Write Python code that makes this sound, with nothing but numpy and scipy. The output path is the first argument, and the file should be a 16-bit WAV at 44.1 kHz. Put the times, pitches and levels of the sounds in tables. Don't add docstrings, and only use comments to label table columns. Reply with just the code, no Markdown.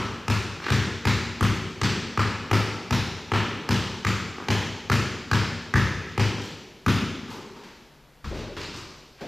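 import sys
import numpy as np
from scipy import signal
from scipy.fft import rfft, irfft, next_fast_len
from scipy.io import wavfile

SR = 44100
rng = np.random.default_rng(int(sys.argv[2]) if len(sys.argv) > 2 else 0)


def attenuation_scalar(level_db):
    decades = np.asarray(level_db, float) / 20
    return 10 ** decades


def transcribe(signal):
    frames = np.atleast_2d(signal).T
    limited = np.clip(frames, -1, 1)
    pcm = np.round(limited * 32767).astype(np.int16)
    wavfile.write(sys.argv[1], SR, pcm)


N = 408807

# frequency in Hz, density in dB per Hz.
AIR_SPECTRUM = [(20, -7), (45, 0.5), (100, -8.5), (300, -9.5), (600, -12), (1200, -14.5), (4600, -23.5),
                (9200, -31.5), (13000, -31), (15000, -38), (16000, -70)]
AIR_DB = -56
# frequency in Hz, width in Hz, level in dB.
FAN_LINES = [(134.6, 6, -68), (150.7, 3, -63)]

# delay in seconds, level in dB.
ECHOES = [(0, 1), (.0025, 0.5), (.018, -1), (.0205, -1.5), (.024, -4.5), (.031, -4.5), (.041, -3),
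          (.057, -6.5)]
TAIL_S = .018
# frequency in Hz, 60 dB decay time in seconds.
GYM_T60 = [(100, 2), (250, 0.87), (500, 1.68), (1100, 1.03), (3000, 1.316), (7000, 1.26), (10000, 0.77),
           (13000, 0.58)]
# frequency in Hz, density in dB per Hz.
COLOUR = [(60, -41.5), (150, -8.5), (250, -8.5), (400, -10), (520, -18), (680, -23), (950, -15.5),
          (1500, -13.5), (3000, -17), (5300, -21), (7500, -30), (10500, -40.5), (12300, -38), (14500, -44),
          (16200, -70)]

# frequency in Hz, level in dB, 60 dB decay time in seconds.
MODES_WITH = [(60.6, -25.5, 0.72), (69.4, -29.5, 1.1), (106.3, -9.5, 0.62), (117.3, -35, 1.3),
              (129.8, -14, 0.58), (134, -40, 1.4), (163.2, -27.5, 1.37), (180.6, -31.5, 0.74),
              (193, -22.5, 0.8), (231.4, -32.5, 2.75), (339, -50.5, 0.27), (375.4, -34, 1.78)]
# frequency in Hz, level in dB, 60 dB decay time in seconds.
MODES_AGAINST = [(80.8, -23.5, 1), (92.1, -21.5, 1), (99.8, -19.5, 0.92), (184.3, -20.5, 0.39),
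                 (208.2, -20.5, 0.57), (239.2, -16, 0.278), (242.7, -35.5, 1), (261, -42, 0.11),
                 (318.8, -26, 0.46)]

# centre in seconds, level in dB, length in seconds, centre frequency in Hz.
SCUFFS = [(0.642, -39, 0.057, 1764), (1.712, -59, 0.11, 3470), (3.21, -79, .08, 3500),
          (6.096, -51, 0.044, 2500), (6.428, -41, 0.088, 6980), (7.314, -73, 0.049, 950),
          (8.4, -52, .12, 496), (8.375, -47, 0.092, 3660), (8.617, -41.5, 0.11, 3386),
          (8.759, -42.5, 0.1, 5630), (7.308, -40, .05, 10000), (9.191, -54.5, .05, 1390)]

# start in
# seconds, knock in dB, ring in Hz, floor thump in dB.
FAR_STEPS = [
    (6.868, -17, 240, -57),
    (7.33, -28, 440, -67),
    (8.572, -24, 930, -62),
    (8.74, -24.5, 1150, -45),
    (8.58, -30, 385, -55),
]
STEP_CRACK_DB = -8
# start in seconds, knock in dB, ring in Hz, crack in dB over the ring, floor thump in dB.
FAR_KNOCKS = [
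    (7.28, -27.5, 1135, 1.5, -47.5),
    (7.305, -22, 960, -3.5, -70),
    (7.562, -28, 895, -1.5, -75),
    (7.636, -35.5, 4450, 9, -70),
    (8.243, -24.5, 1230, 4, -46),
    (8.313, -17.5, 580, -23, -65),
    (8.344, -25, 553, 1, -45),
    (8.37, -31, 527, -18, -40),
    (8.567, -20, 3540, 3, -43),
    (9.209, -17, 660, -5.5, -54),
]
# frequency in Hz, level in dB, 60 dB decay time in seconds.
BOARD_MODES = [(41.3, -11, 1.8), (52, -14, 1.16), (68.2, 1.5, 0.38), (90.5, -2, 0.33), (146, -5.5, 0.43),
               (214, -4.5, 0.24)]
BOARD_S, BOARD_DB = 8.241, -34.5

# start in seconds, knock in dB, ring in Hz, crack in dB over the ring.
NEAR_KNOCKS = [
    (.005, -33, 1070, -13),
    (0.6, -23, 1544, -6),
    (.665, -12.5, 1740, -5.5),
    (4.382, -18, 960, -12),
]

# start in seconds, slap in dB, ball ring in Hz, crack in dB over the ring, floor thump in dB.
BOUNCES = [(-0.12, -13, 1210, 1.5, -23), (0.28, -14, 977, 4.5, -23.5), (0.702, -17.5, 1010, 11.5, -21.5),
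           (1.052, -12.5, 967, 7.5, -22.5), (1.408, -13.5, 1262, 5.5, -21), (1.814, -13, 1190, 8, -25),
           (2.174, -10.5, 1243, -2, -24.5), (2.512, -10, 873, 2.5, -22), (2.907, -15, 966, 7.5, -23.5),
           (3.317, -9, 999, -2.5, -25), (3.689, -12.5, 1030, 6, -23), (4.048, -14, 2222, 5, -25.5),
           (4.484, -12.5, 990, 4.5, -24.5), (4.898, -12.5, 1410, 6.5, -22.5), (5.313, -11, 1537, 4.5, -22),
           (5.738, -11, 1850, 1, -20), (6.177, -11.5, 995, 2, -22), (6.862, -12.5, 1420, 4.5, -22.5)]
# frequency in Hz, level in dB, 60 dB decay time in seconds.
BALL_AIR = [(921, -46, 0.037), (1315, -28.5, 0.017), (1737, -35, 0.018), (2060, -31.5, 0.0059),
            (2500, -24.5, 0.005), (2900, -30, 0.0068)]
RING_T60 = .0065
SPOT_DB = 2.5
PANEL_DB = 1.6
USUAL_CRACK_DB, BEAMED = -11, 0.35
USUAL_KNOCK_DB, KNOCK_BEAMED, KNOCK_THUMP_DB = -14.5, 0.48, -60

# frequency in Hz, correlation.
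PORT_LIKENESS = [(60, 1), (300, .996), (600, .99), (2400, .996), (4500, .995), (6000, .93), (7000, .8),
                 (8100, .3), (9600, -.15), (10700, .5), (11700, .97)]
# frequency in Hz, left minus right in dB.
PORT_LEAN = [(60, 3.5), (110, 4), (200, 2), (380, 1.1), (1000, .8), (2400, .2), (7000, .5), (8400, 1.6),
             (11000, .2)]


def evened(x):
    return x / np.sqrt(np.mean(x ** 2) + 1e-20)


def read(points, hz):
    f, value = np.transpose(points)
    return np.interp(np.log(hz + 1), np.log(f + 1), value)


def add(mix, s, sound):
    at = round(s * SR)
    sound = sound[..., max(-at, 0):]
    part = mix[..., max(at, 0):][..., :sound.shape[-1]]
    part += sound[..., :part.shape[-1]]


def causal(points, size=4096):
    hz = abs(np.fft.fftfreq(size, 1 / SR))
    log_gain = np.log(attenuation_scalar(np.maximum(read(points, hz), -100)))
    spectrum = np.exp(np.conj(signal.hilbert(log_gain)))
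    return np.fft.ifft(spectrum).real[:size // 2]


def ring(modes, seconds):
    hz, db, t60 = np.transpose(modes)[..., None]
    t = np.arange(round(seconds * SR)) / SR
    return attenuation_scalar(db - 60 * t / t60) * np.sin(2 * np.pi * hz * t)


def room_tone():
    hz = np.fft.rfftfreq(N, 1 / SR)
    noise = rfft(rng.standard_normal((2, N)))
    tone = attenuation_scalar(AIR_DB) * evened(irfft(noise * attenuation_scalar(read(AIR_SPECTRUM, hz)), N))
    for f, width, db in FAN_LINES:
        resonance = 1 / (1 + (2 * (hz - f) / width) ** 2)
        hum = irfft(rfft(rng.standard_normal(N)) * resonance, N)
        tone = tone + attenuation_scalar(db) * evened(hum)
    return tone


def gym(early_db=-2, gap_db=-13, fill_s=0.02):
    hz, frames = np.fft.rfftfreq(256, 1 / SR), np.arange(400) * 128 / SR
    noise = rng.standard_normal((2, 129, 400, 2)) @ [1, 1j]
    decay = attenuation_scalar(-60 * frames / read(GYM_T60, hz)[:, None])
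    tail = signal.istft(noise * decay, nperseg=256)[1]
    t = np.arange(tail.shape[1]) / SR
    filling = np.where(t < TAIL_S, attenuation_scalar(gap_db), 1 - 0.27 * np.exp(-(t - TAIL_S) / fill_s))
    tail = tail * filling / np.linalg.norm(tail[0])
    echoes = np.zeros(len(t))
    for s, db in ECHOES:
        echoes[round(s * SR * rng.uniform(.98, 1.02))] = attenuation_scalar(db)
    return echoes, attenuation_scalar(early_db + 13.5) * tail


def scuff(db, seconds, hz):
    size = round(seconds * SR)
    grain_gain = attenuation_scalar(6.7 * rng.standard_normal(size // 64 + 1)).repeat(64)[:size]
    grains = rng.standard_normal(size) * grain_gain
    band_filter = signal.butter(1, [hz / 1.48, hz * 2.13], "band", fs=SR)
    band = signal.lfilter(*band_filter, grains)
    echoes, tail = gym()
    heard = signal.fftconvolve((band * np.hanning(size))[None], echoes + tail, axes=1)
    return attenuation_scalar(db) * heard / np.sqrt(np.mean(heard[:, :2 * size] ** 2))


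def thump(body, db, rise_s=0.0059):
    body = body * (1 - np.exp(-np.arange(len(body)) / SR / rise_s))
    return attenuation_scalar(db) * body / np.sqrt(np.mean(body[:SR // 10] ** 2))


def floor_thump(floor, spread_db, db):
    shares = attenuation_scalar(spread_db * rng.standard_normal(len(floor)))
    return thump(shares @ floor, db)


def backboard():
    return thump(ring(BOARD_MODES, 1.2).sum(0), BOARD_DB, rise_s=0.023)


def blow(db, ring_hz, crack_db, echo_db, shell=0, near_db=-8, far_db=-21, ring_t60=RING_T60,
         thin_hz=450, gap_db=-13):
    t = np.arange(SR // 20) / SR
    crack = attenuation_scalar(crack_db - 17 - 60 * t / .008) * rng.standard_normal(len(t))
    crack[0] += attenuation_scalar(crack_db + 2.0)
    ping = ring([(ring_hz, 0, ring_t60)], 1 / 20)[0]
    echoes, tail = gym(gap_db=gap_db)
    thin = signal.butter(2, thin_hz, "high", fs=SR)
    source = signal.lfilter(*thin, crack + attenuation_scalar(near_db) * ping + attenuation_scalar(7.0) * shell)
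    direct = signal.oaconvolve(source, echoes)
    rung = signal.oaconvolve((attenuation_scalar(far_db) * ping + shell)[None], tail[::-1], axes=1)
    add(rung, 0, attenuation_scalar(crack_db) * tail)
    direct_db = -.6 * gap_db - 15.5
    return attenuation_scalar(db) * (attenuation_scalar(direct_db) * direct + attenuation_scalar(echo_db) * rung)


def far_knocks(bright, low, floor):
    steps = [(s, db, ring_hz, STEP_CRACK_DB, thump_db) for s, db, ring_hz, thump_db in FAR_STEPS]
    for s, db, ring_hz, crack_db, thump_db in [*FAR_KNOCKS, *steps]:
        knock = blow(db - 3, ring_hz, crack_db, 0, far_db=-17.5, ring_t60=9.0 / ring_hz,
                     thin_hz=201, gap_db=-0.5)
        add(bright, s, knock)
        add(low, s, floor_thump(floor, 4.6, thump_db))


def near_knocks(bright, low, floor):
    for s, db, ring_hz, crack_db in NEAR_KNOCKS:
        echo_db = KNOCK_BEAMED * (USUAL_KNOCK_DB - db)
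        knock = blow(db - 1, ring_hz, crack_db, echo_db, near_db=-1.5, far_db=-14.5,
                     ring_t60=0.002, thin_hz=260)
        add(bright, s + 0.00106, knock)
        add(low, s + 0.0061, floor_thump(floor, 10, KNOCK_THUMP_DB))


def landed(sound):
    hz = np.arange(400, 9000, 450)
    bumps = np.c_[hz, PANEL_DB * rng.standard_normal(len(hz))]
    return signal.oaconvolve(sound, causal(bumps, size=512)[None], axes=1)


def ball_bounces(bright, low, floor):
    ball = ring(BALL_AIR, 1 / 20)
    for s, db, ring_hz, crack_db, thump_db in BOUNCES:
        shell = attenuation_scalar(2 * rng.standard_normal(len(ball))) @ ball
        echo_db = BEAMED * (USUAL_CRACK_DB - db - crack_db)
        slap = blow(db, ring_hz, crack_db, echo_db, shell)
        add(bright, s + 0.001268, landed(slap))
        add(low, s + 0.00418, floor_thump(floor, SPOT_DB, thump_db))


def scene():
    bright, low = np.zeros((2, N)), np.zeros(N)
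    floor = np.vstack([ring(MODES_WITH, 1.2), -ring(MODES_AGAINST, 1.2)])
    for s, db, seconds, hz in SCUFFS:
        add(bright, s - seconds / 2, scuff(db - 9.5, seconds, hz))
    far_knocks(bright, low, floor)
    add(low, BOARD_S, backboard())
    near_knocks(bright, low, floor)
    ball_bounces(bright, low, floor)
    colour = causal(COLOUR)
    colour = attenuation_scalar(6) * colour / np.linalg.norm(colour)
    coloured = signal.oaconvolve(bright, colour[None], axes=1)[:, :N]
    return coloured + low + room_tone()


def band_limit(x):
    return signal.sosfilt(signal.butter(12, 16410, fs=SR, output="sos"), x)


def record(dry):
    size = next_fast_len(N)
    hz = np.fft.rfftfreq(size, 1 / SR)
    field, other = rfft(dry, size)
    same = read(PORT_LIKENESS, hz)
    skew = attenuation_scalar(read(PORT_LEAN, hz) / 2)
    left = field * skew
    right = (same * field + np.sqrt(1 - same ** 2) * other) / skew
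    ports = irfft(np.array([left, right]), size)[:, :N]
    return band_limit(ports)


dry = scene()
out = record(dry)
transcribe(out)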